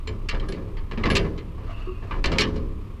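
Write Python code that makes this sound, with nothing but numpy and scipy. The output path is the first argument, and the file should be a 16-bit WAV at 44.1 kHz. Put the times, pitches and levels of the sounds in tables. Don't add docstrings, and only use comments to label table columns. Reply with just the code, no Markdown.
import sys
import numpy as np
from scipy import signal
from scipy.fft import rfft, irfft, next_fast_len
from scipy.io import wavfile
from scipy.ndimage import map_coordinates

SR = 44100
rng = np.random.default_rng(int(sys.argv[2]) if len(sys.argv) > 2 else 0)


def unload_wav(signal):
    wavfile.write(
        sys.argv[1],
        SR,
        np.round(np.clip(np.atleast_2d(signal).T, -1, 1) * 32767).astype(np.int16),
    )


N = 132300
T = np.arange(N) / SR


def amp(db):
    return 10 ** (np.asarray(db) / 20)


def unit(x):
    return x / np.sqrt(np.mean(x ** 2) + 1e-20)


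def along(points, hz):
    point_hz, value = np.transpose(points)
    return np.interp(np.log(hz + 1), np.log(point_hz + 1), value)


def wobble(rate, t):
    return map_coordinates(rng.standard_normal(4096), [t * rate], mode="wrap")


def tilt(hz, slope_db):
    return amp(slope_db * np.log2(np.clip(hz, 800, 9000) / 2500))


def noise(colour, size, slope_db=0, ripple_db=0, spacing_hz=70):
    m = next_fast_len(size + 8192)
    hz = np.fft.rfftfreq(m, 1 / SR)
    colour_db = along(colour, hz) + ripple_db * wobble(1 / spacing_hz, hz)
    gain = amp(colour_db) * tilt(hz, slope_db)
    spectrum = rfft(rng.standard_normal(m)) * gain
    return unit(irfft(spectrum, m)[:size])


def fade(t, hold, t60):
    return np.exp(-np.log(1000) * np.maximum(t - hold, 0) / t60)


def dying(x, t60s, hold):
    hz, t, bands = signal.stft(x, SR, nperseg=256)
    faded = bands * fade(t, hold, along(t60s, hz)[:, None])
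    return signal.istft(faded, SR, nperseg=256)[1][:len(x)]


def ring(modes, t, hold, width_hz, slope_db=0):
    mode_hz, db, t60s = np.transpose(modes)
    gains = amp(db + 2 * rng.standard_normal(len(mode_hz))) * tilt(mode_hz, slope_db)
    knots = np.arange(128) / width_hz
    total = np.zeros(len(t))
    for hz, gain, t60 in zip(mode_hz, gains, t60s):
        start_turns = rng.random()
        drift = np.interp(t, knots, np.cumsum(rng.standard_normal(128)))
        total += gain * fade(t, hold, t60) * np.sin(2 * np.pi * (hz * t + start_turns) + drift)
    return total * np.sqrt(2) / np.linalg.norm(gains)


def add(out, s, x):
    part = out[int(s * SR):][:len(x)]
    part += x[:len(part)]


def engine():
    # pitch_hz, level_db
    orders = [(33.3, -39.5), (66.6, -44), (99.9, -41.5)]
    # freq_hz, relative density_db per Hz
    colour = [(20, -24), (60, 11), (110, 0.5), (150, -4), (400, -11), (750, -26.5), (1100, -15),
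              (1500, -30.5), (2500, -29), (6000, -45.5), (14500, -51)]
    noise_db, throb_hz, throb_depth = -38, 32.4, 0.13
    time = T + 0.0014 * wobble(2.2, T)
    lines = np.zeros(N)
    for hz, db in orders:
        level = amp(db + 0.77 * wobble(5.15, T))
        lines += level * np.sqrt(2) * np.sin(2 * np.pi * (hz * time + rng.random()))
    throb = 1 + throb_depth * np.sin(2 * np.pi * throb_hz * time)
    return lines + amp(noise_db) * unit(noise(colour, N) * throb)


def rumble():
    # time_s, level_db
    swells = [(0, -35), (.27, -31), (.36, -20), (.65, -40), (.8, -26), (.89, -33), (1.06, -23), (1.5, -41),
              (1.78, -29), (2.1, -38), (2.22, -21), (2.48, -39), (2.62, -27), (3, -45)]
    # freq_hz, relative density_db per Hz
    colour = [(50, 3.5), (120, -16.5), (400, -78)]
    centre_hz, pitch_wander, noise_db = 26.5, .14, -7
    time_s, level_db = np.transpose(swells)
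    hz = centre_hz * np.exp(pitch_wander * wobble(12, T))
    tone = np.sqrt(2) * np.sin(2 * np.pi * np.cumsum(hz) / SR)
    mix = unit(tone + amp(noise_db) * noise(colour, N))
    return amp(np.interp(T, time_s, level_db)) * mix


def clank(t, bright_db, hold):
    # freq_hz, relative density_db per Hz
    colour = [(150, -33), (780, -6.5), (1130, 7), (1430, -6), (1720, 3), (2250, 1), (3000, 0.5),
              (3450, -5.5), (4400, -3.5), (6300, -19.5), (7500, -21.5), (9000, -32.5), (15000, -48.5)]
    # freq_hz, t60_s
    decay = [(500, 0.46), (2000, 0.16), (5000, 0.1), (12000, 0.03)]
    # pitch_hz, relative level_db, t60_s
    steel_modes = [(1170, -7, .2), (1694, -2, .24), (1787, -4, .25), (2033, -3, .24), (2132, -6, .2),
                   (2266, 0, .2), (2336, -3, .18), (2754, -5, .18), (2905, -4, .2), (3106, -3, .16),
                   (4020, -8, .12), (4304, -9, .12), (5085, -17, .12), (7240, -22, .1)]
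    body_db, ring_db, crack_db = 3.0, -2.5, 6.5
    chatter_rate, chatter_db = 300, 3
    attack_s, crack_t60_s = .0007, 0.028
    contacts = unit(amp(chatter_db * wobble(chatter_rate, t)))
    grain = noise(colour, len(t), bright_db, ripple_db=4.5, spacing_hz=54.33)
    body = contacts * dying(grain, decay, hold)
    ringing = ring(steel_modes, t, hold, width_hz=35, slope_db=bright_db)
    crack = noise(colour, len(t), bright_db) * fade(t, 0, crack_t60_s)
    hit = amp(body_db) * body + amp(ring_db) * ringing + amp(crack_db) * crack
    return hit * (1 - np.exp(-t / attack_s))


def boom(t, hold):
    # freq_hz, relative density_db per Hz
    colour = [(35, -5), (65, 4), (110, 3.5), (145, -1), (420, -5.5), (550, -8.5), (780, -19), (1100, -16),
              (2200, -30.5), (5000, -35.5), (12000, -66)]
    # freq_hz, t60_s
    decay = [(60, 1.19), (300, 1.07), (700, 0.6)]
    # pitch_hz, relative level_db, t60_s
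    panel_modes = [(167, -2, 1.5), (203, -3, 1.2), (247, -5, .9), (313, -3, 1.3), (350, -4, .9),
                   (392, -3, .9), (421, -2, 1.0), (466, -4, .8), (538, -8, .9), (662, -17, .7)]
    panel_db, attack_s, shudder_db = -4, 0.0034, 2.5
    air = dying(noise(colour, len(t), ripple_db=3, spacing_hz=16), decay, hold)
    panels = amp(panel_db) * ring(panel_modes, t, hold, width_hz=7.13)
    shudder = amp(shudder_db * wobble(36, t))
    return (air + panels) * shudder * (1 - np.exp(-t / attack_s))


def knocks():
    # start_s, clank_db and boom_db (relative, before the trims below),
    # brightness_db per octave, hold_s (both layers hold before they decay)
    hits = [ (.073, -34.5, -40, 2.5, 0.0048), (0.287, -30.5, -47, 5, 0.0052), (.290, -28, -55, 3, 0.0058),
            (.328, -40, -37.5, -19, .004), (.346, -37, -36, -3.5, .006), (.398, -42, -51, 2.5, 0.0035),
            (0.427, -38.5, -44, -15, 0.0024), (.486, -40.5, -35, 7.5, 0.0018),
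            (0.522, -38.5, -42, 5, 0.0039), (.572, -45.5, -42, -14, 0.0088), (.68, -71, -52, -9, 0.0035),
            (0.769, -45, -52, -3, 0.015), (0.912, -36, -37, -1.5, 0.0034), (0.975, -34, -32.5, -5, 0.0018),
            (1.037, -28, -27.5, -2, 0.0047), (1.056, -25, -27, -2.5, 0.0069),
            (1.101, -25.5, -27.5, 3, 0.0077), (1.152, -20.5, -34, 4, 0.018), (1.192, -53, -35, -5, .002),
            (1.245, -39.5, -39, -6.5, 0.0076), (1.378, -41, -51, 3, 0.0032),
            (1.581, -47.5, -44, -18, 0.0045), (2.024, -45.5, -44, -11, 0.0039),
            (2.110, -32.5, -37.5, -8, 0.014), (2.241, -20, -30.5, 0, 0.0018),
            (2.257, -28.5, -29.5, 6.5, 0.0021), (2.317, -29.5, -27.5, 1, 0.018),
            (2.384, -19, -29, 5, 0.022), (2.409, -22, -30, 5, .012), (2.559, -44.5, -41, 4, 0.0038)]
    clank_trim_db, boom_trim_db = -5.0, 1.5
    out, clank_t, boom_t = np.zeros(N), T[:SR // 3], T[:SR]
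    for s, clank_db, boom_db, bright_db, hold in hits:
        add(out, s, amp(clank_db + clank_trim_db) * clank(clank_t, bright_db, hold))
        add(out, s, amp(boom_db + boom_trim_db) * boom(boom_t, hold))
    return out


def singing():
    # start_s, pitch_hz, level_db, t60_s
    parts = [(.073, 432.4, -32.5, 0.23), (0.075, 7230, -50.5, 0.12), (0.292, 2710, -27.5, 0.056),
             (.398, 3150, -34, 0.027), (.486, 1655, -39, 0.11), (.487, 390, -26, 0.12),
             (.974, 223.4, -19, 0.12), (1.035, 2800, -26, .025), (1.038, 2060, -18.5, 0.042),
             (1.040, 3990, -33.5, 0.047), (1.101, 1662, -22.5, 0.084), (1.101, 2910, -40, 0.26),
             (1.16, 393, -29.5, 0.41), (2.112, 1167, -31, .1), (2.384, 2265, -20.5, .2),
             (2.384, 2480, -19.5, 0.043), (2.391, 416.5, -18.5, .22)]
    out, t = np.zeros(N), T[:SR // 2]
    for s, hz, db, t60 in parts:
        build_up = 1 - np.exp(-t * hz / 2)
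        add(out, s, amp(db) * ring([(hz, 0, t60)], t, 0, width_hz=9.9) * build_up)
    return out


def pin():
    # start_s, level_db, share of the full ring time
    strikes = [(0.488, -51, 0.4), (1.101, -45.5, 1)]
    # pitch_hz, relative level_db, full t60_s
    pin_modes = [(9598, -11, .45), (10150, 0, .22), (10840, -9, .42)]
    out = np.zeros(N)
    for s, db, share in strikes:
        modes = [(hz, level, t60 * share) for hz, level, t60 in pin_modes]
        add(out, s, amp(db) * ring(modes, T[:SR // 2], 0, width_hz=95))
    return out


def scrape():
    # time_s, level_db (silent outside)
    strokes = [(1.55, -76), (1.68, -47.5), (1.881, -52.5), (1.97, -56.5), (2.2, -48.5)]
    # freq_hz, relative density_db per Hz
    colour = [(200, -23), (650, 3), (850, -11), (1150, 6.5), (1500, -4), (4000, -15.5), (12000, -44)]
    # pitch_hz as the rasp begins, level_db at the peak of the swell
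    partials = [(2870, -50), (4600, -70)]
    peak_s, rise_db_per_s, fall_db_per_s = 1.8, 85, 38
    sag_hz_per_s, width_hz, break_db = 480, 380, 2.5
    time_s, level_db = np.transpose(strokes)
    rasp = noise(colour, N) * unit(amp(2.8 * wobble(45.17, T)))
    rasp_level = amp(np.interp(T, time_s, level_db, left=-np.inf, right=-np.inf))
    squeal = np.zeros(N)
    for hz, db in partials:
        phase = 2 * np.pi * np.cumsum(hz - sag_hz_per_s * (T - time_s[0])) / SR
        fuzzy = wobble(width_hz, T) * np.sin(phase) + wobble(width_hz, T) * np.cos(phase)
        squeal += amp(db) * unit(fuzzy * amp(break_db * wobble(80, T)))
    swell_db = np.minimum(rise_db_per_s * (T - peak_s), fall_db_per_s * (peak_s - T))
    return rasp_level * rasp + amp(swell_db) * squeal


def groan():
    # start_s, hold_s, pitch_hz, level_db
    catches = [(1.685, 0.034, 676, -46.5), (1.871, 0.023, 367.4, -30.5)]
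    # multiple of the pitch, relative level_db, t60_s
    partials = [(1, 0, .22), (3.05, -16, .12), (3.34, -12, .12)]
    out, t = np.zeros(N), T[:SR // 2]
    attack = 1 - np.exp(-t / 0.0083)
    for s, hold, hz, db in catches:
        modes = [(multiple * hz, level, t60) for multiple, level, t60 in partials]
        judder = unit(amp(3.6 * wobble(172, t)))
        add(out, s, amp(db) * judder * ring(modes, t, hold, width_hz=13) * attack)
    return out


def scene():
    steel = knocks() + singing() + pin() + scrape() + groan()
    return (engine() + rumble() + steel)[None]


def record(dry):
    top_hz = 15200
    m = next_fast_len(N + SR // 2)
    passed = np.fft.rfftfreq(m, 1 / SR) < top_hz
    return irfft(rfft(dry, m) * passed, m)[..., :N]


dry = scene()
out = record(dry)
unload_wav(out)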